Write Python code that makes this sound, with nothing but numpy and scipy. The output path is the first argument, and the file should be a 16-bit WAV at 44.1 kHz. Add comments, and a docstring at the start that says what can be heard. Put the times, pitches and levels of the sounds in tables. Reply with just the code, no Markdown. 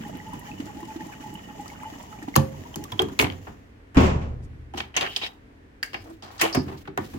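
"""Petrol fizzes and glugs from a plastic can into a lawn tractor's tank. The jet drags bubbles under
and makes the air in the filler neck hoot, while air gulps back into the can and drops plink.
The spout knocks free and rattles, the stream dies away, and the can lands on the workshop floor
with a boom. A hand then rubs and taps around the neck and fits the plastic cap, which clicks and
squeaks. The walls echo softly over a quiet hush."""
import sys
import numpy as np
from scipy import signal
from scipy.fft import rfft, irfft, next_fast_len
from scipy.io import wavfile
from scipy.ndimage import map_coordinates

SR = 44100
rng = np.random.default_rng(int(sys.argv[2]) if len(sys.argv) > 2 else 0)


def int16_out(signal):
    """Quantize to a 16-bit WAV file."""
    q = np.round(np.clip(np.atleast_2d(signal).T, -1, 1) * 32767)
    wavfile.write(sys.argv[1], SR, q.astype(np.int16))


N = 316638
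TIME = np.arange(N) / SR


def amp(db):
    """Turn decibels into a gain."""
    return 10 ** (np.asarray(db) / 20)


def unit(x):
    """Scale a sound to an average (rms) level of 1."""
    return x / np.sqrt(np.mean(x ** 2) + 1e-20)


def along(points, hz):
    """Read between (Hz, value) points on a log frequency axis."""
    freqs, values = np.transpose(points)
    return np.interp(np.log(hz + 1), np.log(freqs), values)


def clock(seconds):
    """The time of each sample in a short sound."""
    return np.arange(int(seconds * SR)) / SR


def wobble(rate):
    """A smooth curve through `rate` random values a second."""
    return map_coordinates(rng.standard_normal(int(N * rate / SR) + 4), [TIME * rate])


def fade(t, t60):
    """Die away by 60 dB in t60 seconds, the 'ring time'."""
    return np.exp(-np.log(1000) * t / np.maximum(t60, 1e-3))


def rise(t, attack):
    """Climb from 0 towards 1; a short attack is a sharp start."""
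    return 1 - np.exp(-t / attack)


def add(track, s, sound, pan_db=0):
    """Mix a sound in at second s; pan is left minus right level."""
    start = max(round(s * SR), 0)
    part = track[:, start:start + sound.shape[-1]]
    part += (amp([[pan_db / 2], [-pan_db / 2]]) * sound)[:, :part.shape[1]]


def filtered(x, response):
    """Multiply each frequency of a sound by response(hz)."""
    size = next_fast_len(x.shape[-1] + 8192, True)
    hz = np.fft.rfftfreq(size, 1 / SR)
    return irfft(rfft(x, size) * response(hz), size)[..., :x.shape[-1]]


def coloured(x, spectrum):
    """Shape a sound's tone with (Hz, dB) points."""
    return filtered(x, lambda hz: amp(along(spectrum, hz)))


def soften(x, hz):
    """Roll off the treble above hz, as a soft contact does."""
    return filtered(x, lambda f: 1 / (1 + 1j * np.sqrt(2) * f / hz - (f / hz) ** 2))


def resonate(x, modes):
    """Ring an object's modes: its natural tones, each (Hz, width in Hz, dB)."""
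    return filtered(x, lambda f: sum((-1) ** k * amp(db) * 1j * f * width
                                     / (hz * hz - f * f + 1j * f * width)
                                     for k, (hz, width, db) in enumerate(modes)))


def band(x, hz, width):
    """Keep a band around hz; width is a share of hz."""
    mode = [(hz, hz * width, 0)]
    return resonate(resonate(x, mode), mode)


def struck(x, seconds):
    """Scale a blow to a level of about 1 over its first moments."""
    early = fade(np.arange(x.shape[1]) / SR, 10 * seconds)
    return x / np.sqrt(np.sum(x ** 2 * early) / (2 * seconds * SR))


# How alike left and right are. Each row: frequency in Hz, likeness (1 the same, 0 unrelated).
STEREO_LIKENESS = [(60, 0.97), (150, 0.93), (300, 0.82), (650, -0.28), (1300, -0.38), (3000, -0.13),
                   (15000, 0.0097)]


def stereo_angle(hz):
    """Half the phase gap between left and right, in radians."""
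    return np.arccos(np.clip(along(STEREO_LIKENESS, hz), -1, 1)) / 2


def noise(size):
    """Stereo white noise: alike in the bass, unrelated in the high treble."""
    mid, side = filtered(rng.standard_normal((2, size)),
                         lambda hz: np.array([np.cos(stereo_angle(hz)), np.sin(stereo_angle(hz))]))
    return np.array([mid + side, mid - side])


def grains(size, rate, spread_db):
    """Tiny random impacts of uneven size, about `rate` a second."""
    hits = rng.random(size) < rate / SR
    strength = amp(spread_db * np.minimum(rng.exponential(size=size), 4))
    return unit(noise(size) * signal.lfilter([1], [1, -.9], hits * strength))


def tail(ring_times, seconds):
    """A wash of noise in which each frequency dies at its own speed."""
    hz, t, spectrum = signal.stft(noise(int(seconds * SR)), SR, nperseg=256)
    return signal.istft(spectrum * fade(t, along(ring_times, hz)[:, None]), SR, nperseg=256)[1]


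def ring(hz, t60, attack, glide=0):
    """A dying tone whose pitch climbs by the share `glide`."""
    t = clock(np.clip(t60, .05, 1.5))
    apart = stereo_angle(hz) * rng.choice([-1, 1])
    phase = 2 * np.pi * hz * np.cumsum(1 + glide * (1 - fade(t, t60))) / SR
    shape = fade(t, t60) * rise(t, attack)
    return shape / shape.max() * np.sin(phase + np.array([[apart], [-apart]]))


def contact(t, ring_s):
    """A sharp first touch, then a dying chatter of tiny rebounds."""
    touch = 1.54 * fade(t, 0.0067) * rise(t, 0.00052)
    chatter = amp(3 * map_coordinates(rng.standard_normal(200), [t * 330])) * rise(t, 0.0023)
    return noise(len(t)) * (touch + fade(t, ring_s) * chatter)


# The quiet workshop. Each row: frequency in Hz, relative level in dB.
HUSH_TONE = [(15, -39.5), (27, -20), (42, -7), (97, -5), (161, -19.5), (242, -12.5), (277, -7.5),
             (344, -18), (463, -15), (503, -21), (1290, -29), (1790, -25.5), (3920, -41.5), (16000, -59)]


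def hush():
    """The room's low, faint noise wavers slightly."""
    return amp(-50 + 0.56 * wobble(6.6)) * unit(coloured(noise(N), HUSH_TONE))


# The workshop's echo. Each row: frequency in Hz, ring time in seconds.
ECHO_TIMES = [(100, 0.8), (400, 0.26), (3000, 0.25), (7000, 0.21), (14000, 0.37)]


def wall_echo(x):
    """The walls answer, a little differently every half second."""
    out, size = np.zeros((2, N)), SR // 2
    for start in range(0, N, size):
        echo = tail(ECHO_TIMES, seconds=.6)
        echo /= np.linalg.norm(echo[0])
        add(out, start / SR + .008, signal.fftconvolve(x[:, start:start + size], echo, axes=1))
    return soften(out, hz=8000)


# The can lands, then rocks on its hard edges. Each row: start in seconds, level in dB, treble limit in Hz.
FLOOR_HITS = [(3.969, -15, 8000), (4.003, -21, 19000), (4.032, -21.5, 16950), (4.055, -25, 13940),
              (4.213, -37.5, 7530)]
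# The room's boom. Each row: frequency in Hz, relative level in dB.
BOOM_TONE = [(25, -16), (76, -5.5), (170, -10), (250, -10), (320, -15.5), (363, -14.5), (450, -13.5),
             (1100, -17), (1400, -23.5), (2800, -24.5), (4000, -35.5), (5500, -37.5), (7400, -39),
             (9500, -52.5), (16000, -42.5)]
# How long it lasts. Each row: frequency in Hz, ring time in seconds.
BOOM_TIMES = [(60, 1.5), (130, 0.95), (250, 0.66), (700, 0.57), (3000, 0.39), (7000, 0.43), (12000, 0.1626)]
# The can's panels. Each row: pitch in Hz, relative level in dB, ring time in seconds.
PANEL_TONES = [(76.1, 2, 2.08), (121.8, -7, 2.5), (198.4, 5.5, 0.47), (256.4, 2.5, 0.52),
               (353.5, -0.5, 0.62), (446, -4.5, 0.22), (539, -3, 0.74), (604, -10, 0.36), (767, -9, 0.43),
               (1080, -4, 0.24), (1093, -3.5, 0.4), (1307, -7, 0.6), (1430, -14, 0.79)]
# Its base flexes under the weight.
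# Each row: start in seconds, pitch in Hz, level in dB, ring time in seconds.
BASE_TONES = [(3.963, 58, -18.5, 0.16), (3.965, 150, -15.5, 0.064), (3.97, 269.5, -6, 0.065),
              (4.01, 249, -16, 0.17), (4.036, 366.6, -17.5, 0.21)]


def can_landing():
    """The can meets the floor: the room booms and the can's panels ring on."""
    out = np.zeros((2, N))
    for s, db, top_hz in FLOOR_HITS:
        boom = soften(coloured(tail(BOOM_TIMES, seconds=2.7), BOOM_TONE), top_hz)
        t = np.arange(boom.shape[1]) / SR
        add(out, s, amp(db) * struck(boom, 0.028) * rise(t, 0.00088))
    for hz, db, t60 in PANEL_TONES:
        add(out, FLOOR_HITS[0][0], amp(db - 25) * ring(hz, t60, attack=0.0022))
    for s, hz, db, t60 in BASE_TONES:
        add(out, s, amp(db) * ring(hz, t60, attack=0.0038))
    return out


# Fingers hold the neck, then the cap. Each row: start and end in seconds, level in dB.
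FINGER_GRIPS = [(4.743, 4.814, -56.5), (4.992, 5.268, -52.5), (5.855, 6.138, -60), (6.219, 6.257, -57.5),
                (6.304, 6.733, -55.5), (6.768, 6.79, -54.5), (6.987, 7.187, -51.5)]


def finger_rustle():
    """Skin drags on ribbed plastic: a faint, bright patter while the fingers hold on."""
    attack_s, release_s = 0.015, 0.29
    pressure = np.zeros(N)
    for start, end, db in FINGER_GRIPS:
        grip = np.clip((TIME - start) / attack_s, 0, 1)
        pressure += amp(db) * grip * fade(np.maximum(TIME - end, 0), release_s)
    friction = grains(N, rate=1500, spread_db=-0.5) + 1.3 * noise(N)
    patter = coloured(friction, [(1000, 3), (3000, 4.5), (7000, -1.5), (9000, -7.5), (15000, -3)])
    return pressure * amp(2 * wobble(110)) * unit(patter)


# Ribs catch under the fingers. Each row: start in seconds, relative level in dB, pitch in Hz.
RIB_TICKS = [(5.107, -41, 3300), (6.04, -55, 6840), (6.097, -53, 7930), (6.223, -48, 5500),
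             (6.311, -49, 4500), (6.379, -41, 5000), (6.683, -50.5, 4000), (6.724, -47.5, 2600),
             (6.774, -46, 4500), (6.853, -41.5, 1900), (6.873, -44, 3500)]


def rib_ticks():
    """Each catch of the ribbed plastic is a small, muffled tick."""
    out, t = np.zeros((2, N)), clock(.09)
    for s, db, hz in RIB_TICKS:
        catch = noise(len(t)) * fade(t, 0.067) * rise(t, .0012)
        tick = soften(band(catch, hz, width=1), hz * 1.1)
        add(out, s, amp(db - 6) * struck(tick, 0.0046))
    return out


# The small plastic parts. Each row: pitch in Hz, width in Hz, relative level in dB.
PART_MODES = [(1830, 116, 1.5), (2232, 37, 10.5), (3010, 770, 0.5), (3440, 110, 6), (4830, 120, 2.5)]


def ring_parts(x):
    """A sound together with the ringing it starts in the small parts."""
    return x + resonate(x, PART_MODES)


# The rows at 6.387 and 6.391 s make a short, rough swell of noise leading into the cap's loud click.
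# The others are plastic sticking and slipping under the hand.
# Each row: start and length in seconds, level in dB, pitch in Hz.
ROUGH_SWELLS = [(3.951, 0.029, -32.5, 1506), (4.418, 0.054, -63.5, 7490), (4.939, 0.026, -39, 1900),
                (4.754, 0.054, -47, 3284), (5.023, 0.062, -29, 1770), (5.045, 0.24, -43, 2950),
                (5.216, 0.072, -31.5, 2860), (6.029, 0.11, -47.5, 676), (6.206, 0.26, -53.5, 940),
                (6.391, 0.037, -28, 4350), (6.387, 0.1, -29, 1230), (6.414, 0.069, -25, 496),
                (6.642, 0.095, -55, 1030)]


def rough_swells():
    """Dense, tiny clicks blur into a rough noise that swells and fades."""
    out = np.zeros((2, N))
    for s, length, db, hz in ROUGH_SWELLS:
        t = clock(length)
        clicks = grains(N // 8, rate=2500, spread_db=2.5)[:, :len(t)]
        rough = soften(band(ring_parts(clicks), hz, width=1), min(hz * 3, 7000))
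        add(out, s, amp(db) * unit(rough) * np.sin(np.pi * t / length))
    return out


# Plastic slips. Each row: start in seconds, pitch in Hz, level in dB, ring time in seconds.
SLIP_CHIRPS = [(4.777, 5950, -39.5, 0.057), (4.966, 6230, -22, 0.04), (5.162, 3510, -22.5, 0.0131),
               (5.163, 4870, -28, 0.014), (5.932, 4850, -46.5, 0.35), (6.527, 4930, -30.5, 0.32)]


def slip_chirps():
    """A quick slip gives a short, rough squeak: a narrow band of noise."""
    out, t = np.zeros((2, N)), clock(0.095)
    for s, hz, db, t60 in SLIP_CHIRPS:
        slip = noise(len(t)) * fade(t, t60)
        add(out, s, amp(db) * struck(band(slip, hz, width=0.2), 0.005))
    return out


# Plastic sings under the fingers. Each row: start and length in seconds, level in dB, pitch in Hz.
FINGER_SQUEAKS = [(4.78, 0.021, -48, 3130), (5.038, 0.11, -37, 3080), (5.223, 0.029, -28.5, 3770),
                  (5.235, 0.048, -47, 5270), (6.055, 0.13, -40, 325.6)]


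def squeaks():
    """Sticking and slipping lock on to one mode of the plastic: a rough, wandering tone."""
    out = np.zeros((2, N))
    pitch_wander, rough_db = .055, 1
    for s, length, db, hz in FINGER_SQUEAKS:
        t = clock(length)
        phase = 2 * np.pi * hz * np.cumsum(1 + pitch_wander * wobble(414)[:len(t)]) / SR
        level = amp(db + rough_db * wobble(250)[:len(t)]) * np.sin(np.pi * t / length)
        apart = stereo_angle(hz)
        add(out, s, level * np.sin(phase + np.array([[apart], [-apart]])))
    return out


# The cap chinks as it is picked up. Each row: start in seconds, level in dB.
CAP_TAPS = [(5.829, -24.5), (5.833, -24.5)]
# The cap's tones. Each row: pitch in Hz, width in Hz, relative level in dB.
CAP_MODES = [(1710, 180, 4), (2150, 230, -2.5), (2750, 170, -4.5), (4700, 200, -1), (5070, 200, -4.5)]


def cap_clinks():
    """A very short tap rings the cap's few modes."""
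    out, t = np.zeros((2, N)), clock(0.066)
    for s, db in CAP_TAPS:
        tap = noise(len(t)) * fade(t, 0.0056)
        add(out, s, amp(db) * struck(resonate(tap, CAP_MODES), 0.0059))
    return out


# The loose spout rattles as the can swings away. Each row: start in seconds, level in dB.
SPOUT_HITS = [(3.1905, -18), (3.1945, -15.5), (3.198, -9.5), (3.2122, -17), (3.244, -22.5), (3.2488, -26.5),
              (3.269, -32.5), (3.3005, -29), (3.3228, -41.5)]
# The spout's tones. Each row: pitch in Hz, width in Hz, relative level in dB.
SPOUT_MODES = [(913, 90, -6), (1414, 440, -10.5), (2174, 270, 1), (3080, 360, -2), (4570, 990, -9.5)]


def spout_rattle():
    """Separate sharp hits ring the spout's short-lived modes."""
    out, t = np.zeros((2, N)), clock(.05)
    for s, db in SPOUT_HITS:
        hit = noise(len(t)) * fade(t, 0.0057)
        clack = soften(resonate(hit, SPOUT_MODES), hz=4800)
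        add(out, s, amp(db) * struck(clack, .0016), pan_db=1.5)
    return out


# Single tones of the tank, its wall and the spout.
# Each row: start in seconds, pitch in Hz, level in dB, ring time in seconds, pan in dB.
KNOCK_TONES = [(2.362, 830, -20.5, 0.07, 5), (2.362, 1108, -12, 0.021, 11.5),
               (2.363, 1340, -19.5, 0.023, 6.5), (2.364, 533, -24.5, 0.44, -4),
               (2.368, 141.7, -15, 0.19, -5), (2.369, 220.5, -20.5, 0.23, -1.5),
               (2.372, 92.4, -20.5, 0.19, -3.5), (2.743, 3096, -29.5, 0.016, -3.5),
               (2.852, 1153, -37.5, 0.063, -2), (2.922, 990, -30, .055, -3),
               (2.922, 3360, -27, 0.021, -3.5), (2.925, 103.8, -31, .15, -1.5),
               (2.993, 3270, -8, 0.021, -6), (2.996, 369, -20.5, 0.22, 0), (2.997, 439, -24.5, 0.18, -1),
               (3.003, 836, -28, .11, -7.5), (3.199, 261, -22.5, 0.11, -6.5), (3.2, 433, -25, 0.13, -0.5),
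               (3.205, 72.7, -30, 0.26, -3.5), (4.738, 807, -29, 0.039, -3), (6.414, 1870, -17.5, .033, -2),
               (6.426, 1074, -22, .08, 0), (6.427, 329, -27, 0.39, -5), (6.572, 134, -19, 0.053, 3),
               (6.574, 256, -19.5, 0.087, -3), (6.547, 717, -22.5, 0.029, -2),
               (6.977, 760, -25, 0.044, -13)]


def after_ring():
    """Single modes ring on after hard knocks; low ones take longer to build."""
    out = np.zeros((2, N))
    for s, hz, db, t60, pan_db in KNOCK_TONES:
        add(out, s, amp(db) * ring(hz, t60, attack=1.28 / hz), pan_db)
    return out


# Plastic knocks on plastic. Each row: start in seconds, relative level in dB, weight in dB (more thump,
# less clack), edge in dB (more crack), clack pitch in Hz, clack ring time in seconds.
PLASTIC_KNOCKS = [(2.355, -25, -8.5, 0, 3240, 0.073), (2.362, -17, -2.5, 2, 1106, 0.021),
                  (2.577, -51, 12.5, -6.5, 2500, .03), (2.758, -36, 6, 7, 4530, 0.017),
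                  (2.839, -46.5, -10.5, 13, 2960, 0.0218), (2.919, -35.5, -5.5, -3, 3300, .04),
                  (2.994, -24, -4, -13, 3340, 0.04), (3.019, -27.5, 0.5, -1, 3560, .025),
                  (3.085, -40, 2.5, -8.5, 3430, .03), (3.19, -21, -9, -0.5, 3250, 0.015),
                  (3.198, -22, -8, 1.5, 2293, 0.11), (3.223, -26.5, 6, -0.5, 2320, 0.031),
                  (3.469, -38, -3.5, -27.5, 1230, 0.068), (3.945, -36.5, -1, -4, 1820, 0.24),
                  (4.737, -37, 2.5, -12, 2530, 0.075), (4.773, -33.5, -10, 0.5, 3050, 0.13),
                  (4.803, -32, -14.5, -19, 2660, 0.023), (4.942, -43.5, -13, -7.5, 2260, 0.12),
                  (4.964, -25, -14.5, 0, 2623, 0.1), (5.009, -25.5, -11.5, -3.5, 2850, 0.091),
                  (5.163, -37, -20, 10, 3583, 0.05), (5.215, -34, -12.5, -24, 2900, 0.13),
                  (5.828, -49.5, -21.5, 19.5, 1780, 0.12), (5.932, -38, -6.5, -11.5, 2400, 0.041),
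                  (5.943, -32.5, -13.5, -14.5, 2100, 0.05), (6.223, -40, -5, -25.5, 4300, 0.3),
                  (6.413, -22.5, -13.5, 9, 2020, 0.072), (6.435, -30.5, -14, 2.5, 2700, 0.2),
                  (6.547, -22.5, -3, -2.5, 2220, 0.041), (6.567, -25, 4, -19, 1620, 0.026),
                  (6.657, -49, 17.5, -25, 1580, 0.13), (6.681, -38, 2, -16, 2820, 0.11),
                  (6.716, -41.5, 4, -17, 1300, 0.056), (6.875, -35.5, 1, -23.5, 1840, 0.026),
                  (6.975, -23.5, -4, -9, 1500, 0.024), (7.135, -40, 9, -9, 1200, 0.13)]
# The hollow tank and its stiff wall. Each row: pitch in Hz, width in Hz, relative level in dB.
TANK_MODES = [(90, 15, 0.5), (153.4, 31, -5), (203, 30.5, -2.5), (298, 75, -2), (396.5, 40, -2),
              (520, 3.6, -8)]
WALL_MODES = [(423, 200, 0), (743, 145, 10), (1010, 740, 3), (1365, 180, -18)]
# A knock's bright crack. Each row: frequency in Hz, relative level in dB.
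CRACK_TONE = [(2000, -21.5), (4500, -10.5), (6500, -4.5), (9000, -11), (12000, -8), (15500, -8.5)]
# Hard spout, soft fingers, then cap. Each row: start in seconds, the crack's treble limit in Hz.
HARDNESS = [(0, 17200), (3.6, 8150), (5.5, 12400)]


def knocks():
    """A contact cracks, clacks a small part, knocks the wall and, more slowly, thumps the tank."""
    out, t = np.zeros((2, N)), clock(0.49)
    for s, db, weight_db, edge_db, hz, ring_s in PLASTIC_KNOCKS:
        push = noise(len(t)) * fade(t, 0.24) * rise(t, 0.0018)
        thump = soften(resonate(push, TANK_MODES), hz=670)
        wall = soften(resonate(contact(t, ring_s * 2.32), WALL_MODES), hz=2556)
        clack = soften(band(ring_parts(contact(t, ring_s)), hz, width=1), hz * 1.5)
        crack = struck(coloured(contact(t, ring_s * 1.08), CRACK_TONE), 0.017)
        top_hz = [top for start, top in HARDNESS if start <= s][-1]
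        add(out, s, amp(db + weight_db - 3.5) * struck(thump, 0.014), pan_db=-1.5)
        add(out, s, amp(db - 2) * struck(wall, 0.0083), pan_db=1)
        add(out, s, amp(db - weight_db - 10) * struck(clack, 0.0087))
        add(out, s, amp(db + edge_db - 7.5) * soften(crack, top_hz), pan_db=3.5)
    return out


# The clearest drops. Each row: start in seconds, pitch in Hz, level in dB.
DROPS = [(0.049, 1800, -38.5), (0.053, 2950, -42), (0.095, 640, -32), (0.2, 1920, -35), (0.332, 950, -29),
         (0.414, 1880, -40), (0.452, 2230, -41), (0.471, 2950, -43), (0.515, 2530, -34.5),
         (0.582, 2880, -41.5), (0.603, 2890, -38), (0.804, 1850, -42), (0.83, 980, -33.5),
         (0.905, 2440, -44), (1.006, 1800, -34), (1.119, 1690, -41), (1.354, 2890, -34.5),
         (1.662, 1250, -39), (1.7, 2160, -37), (1.833, 963, -30), (2.127, 1260, -36.5),
         (2.225, 1780, -35.5), (2.282, 785, -28), (2.341, 2050, -30)]


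def drips():
    """Drops trap small bubbles that plink; higher ones die sooner."""
    out = np.zeros((2, N))
    for s, hz, db in DROPS:
        t60 = 0.034 * (1000 / hz) ** 0.29
        add(out, s, amp(db) * ring(hz, t60, attack=0.00071, glide=0.04), pan_db=-3)
    return out


# Spray hits the rim. Each row: start in seconds, level in dB, pitch in Hz.
RIM_SPITS = [(0.079, -53, 11000), (0.171, -50, 12060), (0.284, -56.5, 10980), (0.334, -51.5, 8960),
             (0.393, -47, 10900), (0.656, -49, 5500), (0.803, -53.5, 9040), (0.852, -49.5, 5950),
             (1.068, -50.5, 7360), (1.212, -58, 8900), (1.339, -47, 11000), (1.609, -52, 7440),
             (1.679, -44, 5860), (1.832, -50, 9920), (2.026, -50, 6990), (2.227, -49, 6460)]


def spatter():
    """Droplets burst on the rim in short, bright spits."""
    out, t = np.zeros((2, N)), clock(0.081)
    for s, db, hz in RIM_SPITS:
        spit = band(contact(t, ring_s=.04), hz, width=0.9)
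        add(out, s, amp(db) * struck(spit, 0.0026), pan_db=3.5)
    return out


BUBBLE_RISE = 0.068  # share by which a small bubble's pitch climbs
# The jet slaps the fuel. Each row: start in seconds, relative level in dB.
JET_SLAPS = [(0.014, -44.5), (0.125, -51), (0.165, -49), (0.25, -51.5), (0.335, -47.5), (0.45, -45.5),
             (0.67, -51), (0.705, -53), (0.905, -50), (1.122, -44), (1.205, -49), (1.372, -48), (1.48, -48),
             (1.79, -46.5), (1.831, -46)]


def jet_slaps():
    """Each slap throws up a tight cluster of tiny ringing bubbles."""
    out, burst_s = np.zeros((2, N)), .024
    for s, db in JET_SLAPS:
        burst = np.zeros((2, SR // 8))
        for when, high, quiet in rng.random((14, 3)):
            hz = 1050 * 3 ** high
            blip = ring(hz, t60=22 / hz, attack=0.00029, glide=BUBBLE_RISE)
            add(burst, when * burst_s, amp(-9 * quiet) * blip)
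        add(out, s, amp(db - 3.5) * struck(burst, burst_s))
    return out


LIFT_S, STOP_S = 2.33, 3.44  # the can is raised; the stream breaks off
# The air in the filler neck. Each row: pitch in Hz, width in Hz, relative level in dB.
NECK_MODES = [(846.6, 13, 6.5), (960, 49, -8), (1853, 62, -17.5), (2951, 19, -12), (6180, 51, -37.5),
              (7250, 560, -21.5)]
# Surges of fuel. Each row: time of the crest in seconds, relative level in dB.
FUEL_SURGES = [(0.02, -40), (0.147, -42), (0.209, -41), (0.284, -38), (0.335, -39.5), (0.424, -51),
               (0.503, -40), (0.698, -37.5), (0.779, -38), (0.814, -43), (0.902, -33), (1.015, -38.5),
               (1.098, -39), (1.172, -45), (1.259, -35.5), (1.307, -47), (1.345, -40.5), (1.499, -42),
               (1.551, -44), (1.607, -34.5), (1.72, -43), (1.83, -40.5), (1.865, -35.5), (2.137, -38),
               (2.227, -44), (2.82, -41)]


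def neck_hoots():
    """The neck's air rings faintly under the jet; each surge swells it in a short, wavering throb."""
    fed = np.interp(TIME, [LIFT_S - .25, LIFT_S], [1, 0])
    faint_ring = amp(-54.5 + 5 * np.tanh(wobble(35))) * unit(resonate(noise(N), NECK_MODES))
    tinkle = amp(-58.5 + 7 * np.tanh(wobble(45))) * unit(resonate(noise(N), NECK_MODES[2:4]))
    out, t = fed * (faint_ring + tinkle), clock(.12)
    width_s, flutter_db = 0.015, 3
    swell = np.exp(-((t - t.mean()) / width_s) ** 2 / 2)
    for s, db in FUEL_SURGES:
        flutter, waver = [map_coordinates(rng.standard_normal(40), [t * 110]) for _ in range(2)]
        hz = NECK_MODES[0][0] * (1 + .012 * rng.standard_normal() + .013 * waver)
        throb = swell * np.sin(2 * np.pi * np.cumsum(hz) / SR)
        add(out, s - t.mean(), amp(db - 1.5 + flutter_db * flutter) * throb, pan_db=1)
    return out


# The loud gulps of air. 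Each row: start in seconds, level in dB, pitch in Hz that the gulp rises through.
BIG_GULPS = [(0.009, -28, 212), (0.152, -27.5, 271), (0.339, -31, 282), (0.509, -35, 248),
             (0.538, -37, 310), (0.602, -22.5, 271), (0.665, -32, 302), (0.77, -29.5, 286),
             (0.829, -31.5, 324), (0.962, -25.5, 304), (1.008, -28, 292), (1.352, -35, 188),
             (1.927, -35, 287), (2.228, -31, 298), (2.284, -24, 280)]


def glugs():
    """Air enters the can in big bubbles, each a rising note with a wet snap; small gulps come between."""
    out, t = np.zeros((2, N)), clock(0.12)
    gulps_per_s, snap_db = 6.3, -18
    small_gulps = [((k + .5 + 0.21 * late) / gulps_per_s, -37 + 1.5 * loud, 274.6 * 2 ** (0.11 * high))
                   for k, (late, loud, high) in enumerate(rng.standard_normal((20, 3)))]
    for s, db, hz in BIG_GULPS + small_gulps:
        bubble = ring(hz * 0.902, t60=0.036, attack=0.0077, glide=0.16)
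        snap = band(noise(len(t)) * fade(t, 0.063), hz=1700, width=1.9)
        add(out, s - .003, amp(db) * bubble, pan_db=-2)
        add(out, s, amp(db + snap_db) * struck(snap, 0.0016))
    return out


def bubbles(count):
    """The jet drags small bubbles under; each is a short, rising blip that rings the neck."""
    out, pour_s, neck_db = np.zeros((2, N)), 3.3, 20
    for when, high, loud, side in rng.random((count, 4)):
        hz = 600 * 5.5 ** high
        blip = ring(hz, t60=30 / hz, attack=.0006, glide=BUBBLE_RISE)
        add(out, when * pour_s, amp(12 * loud ** 2 - 4 * high) * blip, pan_db=8 * (side - .5))
    neck = amp(neck_db) * resonate(out, NECK_MODES[1:])
    return unit(out + neck) * np.sqrt(pour_s * SR / N)  # level 1 while it pours


# The fizzing spray. Each row: frequency in Hz, relative level in dB.
SPRAY_TONE = [(260, -41), (450, -23.5), (771, 0), (843, 15.5), (908, -6), (1170, -19), (1580, -29.5),
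              (1890, -15.5), (2330, -25), (2910, -20.5), (3990, -30), (6930, -23.5), (8290, -38.5),
              (14600, -30.5), (16000, -33.5)]


def spray():
    """Splashing fuel makes a fluttering hiss full of tiny impacts."""
    flutter = amp(1.5 * wobble(70) + 1.3 * wobble(22))
    hiss = noise(N) + 0.59 * soften(grains(N, rate=400, spread_db=4), hz=5030)
    fizz = coloured(hiss, SPRAY_TONE)
    pan = [(2400, -2), (4400, 0.5), (8000, 8), (15000, -1)]  # Hz, left minus right in dB
    fizz = filtered(fizz, lambda hz: amp(np.array([[.5], [-.5]]) * along(pan, hz)))
    # Turn down the neck's main note, which sounds mostly in surges.
    fizz = filtered(fizz, lambda hz: 1 - 0.94 * np.exp(-((hz - 850) / 200) ** 2))
    return flutter * unit(fizz)


# The low churning in the tank. Each row: frequency in Hz, relative level in dB.
CHURN_TONE = [(24, -37.5), (40, -28), (102, -5.5), (158, -3), (195, -1), (294, -7.5), (495, -14.5),
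              (600, -35), (780, -49), (1320, -120)]


def fuel_stream():
    """Fuel splashes and churns; the churning eases as the tank fills, the splash as the can lifts."""
    thin_db_per_s, ease_db_per_s, stop_db_per_s = 2, 2.5, 75
    splash_level = amp(-50.5 - thin_db_per_s * np.maximum(TIME - LIFT_S, 0))
    splash = splash_level * (spray() + amp(-2) * bubbles(count=520))
    churn_level = amp(-43.5 - ease_db_per_s * TIME + 1.9 * wobble(22))
    churn = churn_level * unit(coloured(noise(N), CHURN_TONE)) * amp([[-1.5], [1.5]])
    running = amp(-stop_db_per_s * np.maximum(TIME - STOP_S, 0))
    return running * (splash + churn)


def scene():
    """Pouring and handling close by, the can farther off, over the room's hush."""
    pour = fuel_stream() + glugs() + neck_hoots() + jet_slaps() + spatter()
    taps = knocks() + spout_rattle() + rib_ticks()
    ringing = after_ring()
    swells = rough_swells()
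    chirps = slip_chirps() + cap_clinks() + squeaks()
    fuel = pour + drips()
    echo = wall_echo(amp(-11.5) * fuel + amp(-9.5) * taps + amp(-15) * ringing
                     + amp(-24.5) * swells + amp(-10) * chirps)
    return fuel + taps + ringing + swells + chirps + finger_rustle() + can_landing() + echo + hush()


def record(dry):
    """Cut away the very highest treble."""
    return filtered(dry, lambda hz: hz < 16100)


dry = scene()
out = record(dry)
int16_out(out)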